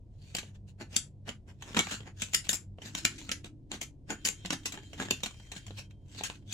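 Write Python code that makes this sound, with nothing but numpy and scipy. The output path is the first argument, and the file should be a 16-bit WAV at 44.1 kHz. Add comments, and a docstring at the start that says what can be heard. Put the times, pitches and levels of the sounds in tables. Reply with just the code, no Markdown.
"""A small room with a low motor hum, rumble and hiss. From 0.3 s a hand fits a plastic set square and a
steel compass into the plastic tray of an open tin case, close to a phone. The pieces rub, tap, bounce
and drag; tray and tin ring briefly. From 1.8 s a loose piece rattles now and then. A low drone swells
near 3 s; a faint whine enters near 4 s. Throughout, the phone's noise gate cuts treble in the pauses."""
import sys
import numpy as np
from scipy import signal
from scipy.fft import rfft, irfft, next_fast_len
from scipy.io import wavfile
from scipy.ndimage import uniform_filter1d, map_coordinates

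SR = 44100
rng = np.random.default_rng(int(sys.argv[2]) if len(sys.argv) > 2 else 0)


def digitize_waveform(pressure):
    """Quantize a signal to 16-bit integers and store it at the path in sys.argv[1].

    Rows of a 2-D input are taken as channels; values are limited to [-1, 1].
    """
    field = np.atleast_2d(pressure).T
    bounded = np.clip(field, -1, 1)
    quanta = np.round(bounded * 32767).astype(np.int16)
    wavfile.write(sys.argv[1], SR, quanta)


N = 287973

# spectrum of a contact on the tray: f/Hz, density/dB
TRAY_SPECTRUM = [(130, -13.5), (195, 9.5), (280, 3), (420, -4), (560, -6), (800, -5), (1200, -7.5),
                 (1600, -0.5), (2800, 8.5), (4800, -0.5), (6600, 7), (7500, 5.5), (8500, -6.5),
                 (15800, -21.5)]
# stereo width: f/Hz, side minus mid/dB
STEREO_WIDTH = [(25, -6), (70, -14), (400, -13), (800, -7), (1500, -3), (4500, -1.5), (7000, -4.5),
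                (11000, -7), (16000, -6)]


def amp(db):
    return 10 ** (np.asarray(db) / 20)


def unit(x):
    return x / np.sqrt(np.mean(x ** 2) + 1e-20)


def along(points, hz):
    """Interpolate (f/Hz, value) points on a log axis."""
    f, v = np.transpose(points)
    return np.interp(np.log(hz + 1), np.log(f + 1), v)


def curve(points):
    """Interpolate (t/s, value) points per sample."""
    return np.interp(np.arange(N) / SR, *np.transpose(points))


def wobble(rate_hz):
    """Smooth random curve through knots at rate_hz."""
    knots = rng.standard_normal(int(N * rate_hz / SR) + 4)
    return map_coordinates(knots, [np.arange(N) * rate_hz / SR])


def filtered(x, response):
    m = next_fast_len(N + 8192)
    return irfft(rfft(x, m) * response(np.fft.rfftfreq(m, 1 / SR)), m)[..., :N]


def stereo(pair, colour=lambda hz: 1):
    """Mid and side to left and right, nearly mono in the low mids."""
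    mid, side = filtered(pair, lambda hz: colour(hz) * amp(along(STEREO_WIDTH, hz) * [[0], [1]]))
    return np.array([mid + side, mid - side])


def noise(colour, source=None):
    """Stereo noise of rms 1, shaped by the gain colour(hz)."""
    return unit(stereo(rng.standard_normal((2, N)) if source is None else source, colour))


def shifting_noise(depth_db):
    """Two noises whose resonant peaks shift as fingers and edges move."""
    spectra = signal.stft(rng.standard_normal((2, N)), nperseg=256)[2]
    peaks = uniform_filter1d(rng.standard_normal(spectra.shape[1:]), size=3, axis=0)
    peaks = uniform_filter1d(peaks, size=24, axis=1)
    return signal.istft(spectra * amp(depth_db * unit(peaks)), nperseg=256)[1][:, :N]


def add(track, at_s, sound):
    part = track[:, max(round(at_s * SR), 0):][:, :sound.shape[1]]
    part += sound[:, :part.shape[1]]


def motor_hum(hum_hz=96, waver_db=3, octave_db=-11):
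    """A motor's fundamental and octave, wavering in pitch and level."""
    # hum envelope: t/s, level/dB
    levels = [(0, -53), (2.6, -53), (3.9, -61), (5.05, -52), (5.5, -59), (5.68, -45.5), (5.86, -53),
              (6.53, -53.5)]
    phase = 2 * np.pi * np.cumsum(hum_hz * (1 + .05 * wobble(16))) / SR
    tone = unit(np.sin(phase) + amp(octave_db) * np.sin(2 * phase))
    return amp(curve(levels) + waver_db * wobble(22)) * tone


def room_noise(rumble_db=-53, hiss_db=-78):
    """Steady room rumble and hiss."""
    # rumble spectrum: f/Hz, density/dB
    rumble_spectrum = [(12, -39.5), (20, -12), (38, -9), (54, -7.5), (102, -10.5), (149, -7.5), (169, -35),
                       (195, -17), (221, -24), (715, -36.5), (769, -41), (1030, -43.5), (1500, -80.5),
                       (1950, -101), (3300, -120)]
    # hiss spectrum: f/Hz, density/dB
    hiss_spectrum = [(300, -8.5), (1200, 0.5), (3000, 4), (7000, -0.5), (9500, -4.5), (16000, -19)]
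    rumble = amp(rumble_db) * noise(lambda hz: amp(along(rumble_spectrum, hz)))
    hiss = amp(hiss_db) * noise(lambda hz: amp(along(hiss_spectrum, hz)))
    return rumble + hiss


def drone(centre_hz=295, half_width_hz=45, gain_db=1):
    """A soft, low band of noise that swells and sinks."""
    # drone envelope: t/s, relative level/dB
    levels = [(0.0, -74.5), (2.78, -69), (3.05, -55), (3.84, -63), (5.09, -59), (5.31, -74), (6.53, -61.5)]
    band = noise(lambda hz: 1 / (1 + ((hz - centre_hz) / half_width_hz) ** 2))
    return amp(curve(levels) + gain_db) * band


def rubs(fall_over_rise=1.5):
    """Short strokes of an edge: gains of the scrape and of the tray's rumble."""
    # strokes: peak t/s, level/dB, width/s, relative tray rumble/dB
    strokes = [(0.299, -61.5, 0.12, -23), (0.553, -62, 0.012, -1), (.69, -58, 0.014, -16),
               (0.812, -48.5, 0.013, 6.5), (0.947, -47, 0.032, -6.5), (1.288, -46, .017, 4.5),
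               (1.493, -58, 0.018, 3.5), (1.69, -50.5, 0.039, 2), (1.783, -31.5, 0.016, 1.5),
               (1.923, -36.5, 0.026, -12.5), (2.074, -55, 0.015, 9), (2.214, -44, 0.027, -32),
               (2.336, -34, 0.0053, -22), (2.452, -44, 0.011, -27), (2.533, -36, 0.013, -4.5),
               (2.861, -46, 0.032, -7), (2.979, -38, 0.018, -21), (3.191, -44.5, 0.0094, -14),
               (3.462, -47.5, 0.0096, -3.5), (3.737, -38.5, 0.016, -1), (3.829, -43, 0.0086, -18.5),
               (4.114, -40, 0.017, 5), (4.531, -29.5, 0.0079, -1.5), (4.743, -43, 0.012, 0),
               (5.017, -41.5, 0.03, 3.5), (5.563, -44.5, 0.018, -24), (5.787, -42.5, 0.017, -23),
               (6.187, -41.5, 0.014, -10.5), (6.257, -35.5, 0.016, -35), (6.518, -46, 0.027, -16)]
    gains, t = np.zeros((2, N)), np.arange(-SR // 5, SR // 5) / SR
    for at_s, db, width_s, rumble_db in strokes:
        slope_s = width_s * fall_over_rise ** (np.sign(t) / 2)
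        stroke = amp(db) * np.exp(-np.abs(t / slope_s) ** 1.25)
        add(gains, at_s + t[0], np.array([stroke, amp(rumble_db) * stroke]))
    return gains


def sliding(drag_db=-2, rub_db=-1, slip_hz=500, slip_db=2.3):
    """Plastic edges stick and slip over the tray; the short rubs also shake it."""
    # scrape spectrum: f/Hz, density/dB
    spectrum = [(290, -38.5), (500, -14.5), (893, -14.5), (1230, -16), (1570, -5.5), (1980, -9.5),
                (2770, -3), (4940, -9.5), (7100, -7), (8960, -19.5), (16000, -31.5)]
    rub, shake = rubs()
    grain = unit(amp(slip_db * wobble(slip_hz) + slip_db / 2 * wobble(slip_hz / 5)))
    source = shifting_noise(depth_db=4)
    force = np.hypot(amp(drag_db + 1.1 * wobble(16)) * drag(), amp(rub_db) * rub)
    scrape = force * noise(lambda hz: amp(along(spectrum, hz)), source)
    rumble = shake * noise(lambda hz: amp(along(TRAY_SPECTRUM, hz)) * (hz > 100) / (1 + (hz / 1500) ** 4))
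    return grain * (scrape + rumble)


def taps(graze_s=.0044, graze_loss_db=22.5, rebound_s=.014, rebound_loss_db=21):
    """Contact rows of a piece set down: a light graze, the blow, a weaker rebound."""
    # blows: t/s, level/dB, dullness (knock over click)/dB, piece f/Hz, burst t60/s
    blows = [(0.349, -24, -6.5, 3020, 0.029), (0.366, -30.5, -11, 3840, 0.04),
             (0.3839, -31, -4.5, 1700, 0.049), (0.4292, -57, 21, 2590, 0.03),
             (0.9635, -12.5, -20, 3260, 0.032), (1.29, -36.5, 5.5, 1565, 0.039),
             (1.6223, -41, 1, 1463, 0.038), (1.746, -35, 9.5, 1390, 0.02), (1.7665, -28, 7, 1930, .03),
             (1.7707, -23.5, 8.5, 1290, 0.017), (1.7915, -8.5, -4, 2250, 0.0066),
             (1.9106, -36, -1.5, 3160, 0.048), (1.9421, -33, 5.5, 1460, 0.0089),
             (2.0046, -51, 13, 3330, 0.025), (2.2186, -26.5, -8, 2664, 0.069),
             (2.3464, -5, -23, 2910, .012), (2.3498, -10.5, -22.5, 7130, 0.01),
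             (2.4917, -11, -17, 3520, 0.017), (2.7845, -66.5, 28, 1820, 0.026),
             (2.818, -48.5, 4, 3480, 0.099), (2.95, -24, -3, 2300, 0.016),
             (2.9854, -29.5, -18, 2460, 0.013), (3.0508, -8.5, -10, 2373, 0.015),
             (3.292, -31.5, 5.5, 1360, 0.017), (3.315, -22, -11.5, 3340, 0.041),
             (3.4442, -40.5, 4, 3380, 0.022), (3.7163, -27, 2.5, 2860, .01),
             (3.8129, -28, -10, 2400, 0.041), (4.104, -20, -7, 1460, 0.0047),
             (4.2495, -20, -18, 4020, 0.065), (4.4486, -44.5, 14, 1530, 0.03),
             (4.458, -31.5, -5.5, 3800, 0.029), (4.5049, -21.5, -1, 1460, .021),
             (4.5231, -36, 1, 2370, 0.032), (4.6559, -27, -10, 2760, 0.081), (4.7211, -35, -7, 3100, 0.047),
             (4.775, -43, 20, 1700, 0.0067), (4.9313, -47.5, 5, 3170, 0.065),
             (5.0001, -25.5, 6.5, 1664, 0.0033), (5.024, -32.5, 1.5, 1730, .01),
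             (5.0854, -37, 11, 1720, 0.0057), (5.1078, -18.5, -4.5, 3540, 0.029),
             (5.2334, -28, -3.5, 3170, 0.059), (5.2595, -30.5, -3, 2640, .045),
             (5.5168, -38, -3, 3700, 0.059), (5.5633, -48.5, 15, 2230, 0.027),
             (5.665, -45, -6, 3100, 0.049), (5.7067, -51.5, 19, 3450, 0.018), (5.908, -59, 8, 2720, 0.032),
             (6.209, -44.5, 16, 2720, 0.021), (6.2357, -28, -10, 2520, 0.069),
             (6.2992, -37, 8, 2510, 0.017), (6.5244, -31.5, -12, 3600, 0.051)]
    flights_s = rebound_s * rng.uniform(.75, 1.25, len(blows))
    rows = []
    for (at_s, db, *timbre), flight_s in zip(blows, flights_s):
        rows += [(at_s - graze_s, db - graze_loss_db, *timbre),
                 (at_s, db, *timbre),
                 (at_s + flight_s, db - rebound_loss_db, *timbre)]
    return rows


def drag(attack_s=.036, release_s=.04):
    """How hard the pieces are dragged, as a gain per sample."""
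    # drags over the tray: start t/s, end t/s, level/dB
    spans = [(0.376, 0.472, -61), (1.64, 1.8, -59.5), (1.81, 1.934, -46.5), (2.23, 2.52, -56.5),
             (2.97, 3.32, -54.5), (4.22, 4.923, -61.5), (4.976, 5.237, -57.5), (5.296, 5.773, -61.5),
             (6.125, 6.343, -58)]
    t = np.arange(N) / SR
    gains = [amp(db) * np.exp(np.minimum(t - start_s, 0) / attack_s - np.maximum(t - end_s, 0) / release_s)
             for start_s, end_s, db in spans]
    return np.max(gains, axis=0)


def ticks(rate_hz=12, over_drag_db=6.5, dull_db=4, piece_hz=2650, t60_s=.031, count=160):
    """Contact rows of a dragged edge catching at random, following the force of the drag."""
    scatter = rng.standard_normal((count, 3))
    times_s = np.cumsum(rng.uniform(0, 2, count)) / rate_hz
    level_db = 20 * np.log10(drag() + 1e-9) + over_drag_db
    return [(at_s, level_db[int(at_s * SR)] + 2 * force, dull_db + 4 * dull,
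             piece_hz * 2 ** np.tanh(pitch / 2), t60_s)
            for at_s, (force, dull, pitch) in zip(times_s, scatter) if at_s < N / SR]


def rattles(gap_s=.006, t60_s=.02, fade_db=2.5, count=16):
    """Contact rows of a loose piece striking at uneven gaps, losing force."""
    # chatter on the tray: t/s, length/s, level/dB, dullness/dB, piece f/Hz
    chatter = [(1.7995, 0.011, -33.5, 8, 1450), (2.3343, .014, -27.5, -6.5, 3180),
               (2.495, 0.02, -22.5, -28.5, 7350), (2.53, .026, -20.5, -26, 7430),
               (3.8268, .008, -28, -13.5, 3610), (4.254, 0.0345, -23, -13.5, 7020)]
    rows = []
    for at_s, length_s, db, dull_db, piece_hz in chatter:
        gaps_s = gap_s * (.5 + rng.random(count))
        levels_db = db + rng.normal(0, 3.7, count)
        rows += [(at_s + lag_s, hit_db - fade_db * lag_s / length_s, dull_db, piece_hz, t60_s)
                 for lag_s, hit_db in zip(np.cumsum(gaps_s) - gaps_s[0], levels_db) if lag_s < length_s]
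    return rows


def tray_burst(t, band_noise, strength, t60_s, crack_db=-3, crack_t60_s=.0017):
    """A crack and a burst of dense, damped plastic resonances."""
    decay = amp(-60 * t / max(t60_s, .003)) + amp(crack_db - 60 * t / crack_t60_s)
    start = rng.integers(N - len(t))
    bands = band_noise[:, :, start:start + len(t)] * decay
    # the blow sets each band's energy, whichever stretch of noise is drawn
    trim = np.sqrt(np.mean(decay ** 2) / np.mean(bands ** 2, axis=(1, 2)))
    return np.tensordot(strength * trim, bands, axes=1)


def tin_ring(t, strength_at, ring_db=-17):
    """Modes of tin and steel; tray and cloth damp the high ones most."""
    # modes of the tin and the steel pieces: f/Hz, level/dB
    modes = [(190, -1.5), (400, -9.5), (690, -10.5), (850, -10), (1320, -12), (1510, -9.5), (1850, -12),
             (2490, -12.5), (2810, -7), (3200, -2), (3880, -11.5), (6100, -19.5), (6600, -8), (6930, 3),
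             (7300, 2.5), (8760, -7.5)]
    mode_hz, mode_db = np.transpose(modes)
    t60_s = .075 * (1000 / mode_hz[:, None]) ** .25
    weights = amp(mode_db + ring_db + rng.normal(0, 3, len(modes)))  # each spot favours other modes
    held_hz = mode_hz * rng.normal(1, .007, len(modes))  # fingers detune them
    phase = 2 * np.pi * (held_hz[:, None] * t + rng.random((len(modes), 1)))
    return (strength_at(mode_hz) * weights) @ (amp(-60 * t / t60_s) * np.sin(phase))


def contacts(piece_db=-7, piece_t60_s=.028, attack_s=.0008, rattle_fizz_db=4):
    """Each tap, tick and rattle excites the tray, one bending mode of the piece and the tin."""
    # click, knock, clack and fizz bands: low f/Hz, high f/Hz
    bands = [(4500, 9000), (100, 1200), (1200, 4500), (9000, 17000)]
    band_db = np.array([-3, -3, 2.13, -15.5])
    db_per_dull_db = np.array([0, 1, .51, -.08])  # duller: more knock and clack, less fizz
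    low_hz, high_hz = np.transpose(bands)
    source = shifting_noise(depth_db=4.8)
    band_noise = np.array([noise(lambda hz: amp(along(TRAY_SPECTRUM, hz)) * (hz > lo) * (hz < hi), source)
                           for lo, hi in bands])
    events = [(*row, 0) for row in taps() + ticks()]
    events += [(*row, rattle_fizz_db) for row in rattles()]  # light, fast contacts fizz more
    out, t = np.zeros((2, N)), np.arange(SR // 8) / SR
    for at_s, db, dull_db, piece_hz, t60_s, fizz_db in events:
        strength = amp(db + band_db + dull_db * db_per_dull_db + [0, 0, 0, fizz_db])
        strength_at = lambda hz: strength @ (np.less_equal.outer(low_hz, hz) & np.greater.outer(high_hz, hz))
        burst = tray_burst(t, band_noise, strength, t60_s)
        piece = amp(piece_db - 60 * t / piece_t60_s) * np.sin(2 * np.pi * piece_hz * t)
        hit = burst + strength_at(piece_hz) * piece + tin_ring(t, strength_at)
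        add(out, at_s, hit * (1 - np.exp(-t / attack_s)))
    return out


def room(dry, delay_s=.004, patterns=33):
    """Diffuse wall reflections; their pattern changes as the hand moves."""
    # room decay: f/Hz, t60/s
    decay_times = [(200, 0.28), (550, 0.083), (1400, 0.22), (3700, 0.16), (10000, 0.2), (16000, 0.06)]
    wet, step = np.zeros((2, N)), N // patterns + 1
    for start in range(0, N, step):
        hz, t, spectra = signal.stft(rng.standard_normal((2, SR // 4)), SR, nperseg=256)
        tail = signal.istft(spectra * amp(-60 * t / along(decay_times, hz)[:, None]), SR, nperseg=256)[1]
        tail /= np.linalg.norm(tail[0])
        add(wet, start / SR + delay_s, signal.fftconvolve(dry[None, start:start + step], tail, axes=1))
    return wet


def whine(whine_hz=3160, waver_db=2.5):
    """A thin tone, unsteady in level and pitch."""
    # whine envelope: t/s, level/dB
    levels = [(4.0, -102), (4.14, -68.5), (5.2, -66.5), (5.8, -69.5), (5.97, -78), (6.53, -79.5)]
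    gain = amp(curve(levels) + waver_db * wobble(29))
    phase = 2 * np.pi * np.cumsum(whine_hz * (1 + .0023 * wobble(68))) / SR
    return gain * np.sqrt(2) * np.sin(phase)


def scene(room_db=-9):
    """The case lies nearer the left microphone port, which also resonates in the treble."""
    # lead of the left port: f/Hz, phase/rad
    port_lead = [(100, 0), (750, .1), (1250, 1.1), (2000, 1.7), (2900, 2.6), (3900, 4.8), (5800, 6.28),
                 (16000, 6.28)]
    # port balance: f/Hz, left minus right/dB
    port_balance = [(1000, 0), (1300, 1.5), (2400, -1.5), (4500, -.5), (6000, 1.5), (7200, 10), (8000, 7),
                    (9200, 0), (15000, -.5)]
    ports = np.array([[.5], [-.5]])
    near = contacts() + sliding()
    direct = filtered(near, lambda hz: np.exp(1j * along(port_lead, hz) * ports))
    reverb = amp(room_db) * stereo(room(near.mean(axis=0)))
    case = filtered(direct + reverb, lambda hz: amp(along(port_balance, hz) * ports))
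    return case + motor_hum() + room_noise() + drone() + whine()


def record(dry, gate_db=-65, depth_db=18, split_hz=900, slope=.89, top_hz=15900):
    """A noise gate lowers the treble when it falls under a threshold; a steep low-pass follows."""
    treble = filtered(dry, lambda hz: 1 - 1 / (1 + (hz / split_hz) ** 4))
    power = uniform_filter1d(np.mean(treble ** 2, axis=0), SR // 50)
    level_db = 10 * np.log10(np.abs(power) + 1e-14)
    gain = amp(np.clip(slope * (level_db - gate_db), -depth_db, 0))
    return filtered(dry + (gain - 1) * treble, lambda hz: 1 / (1 + (hz / top_hz) ** 90))


dry = scene()
out = record(dry)
digitize_waveform(out)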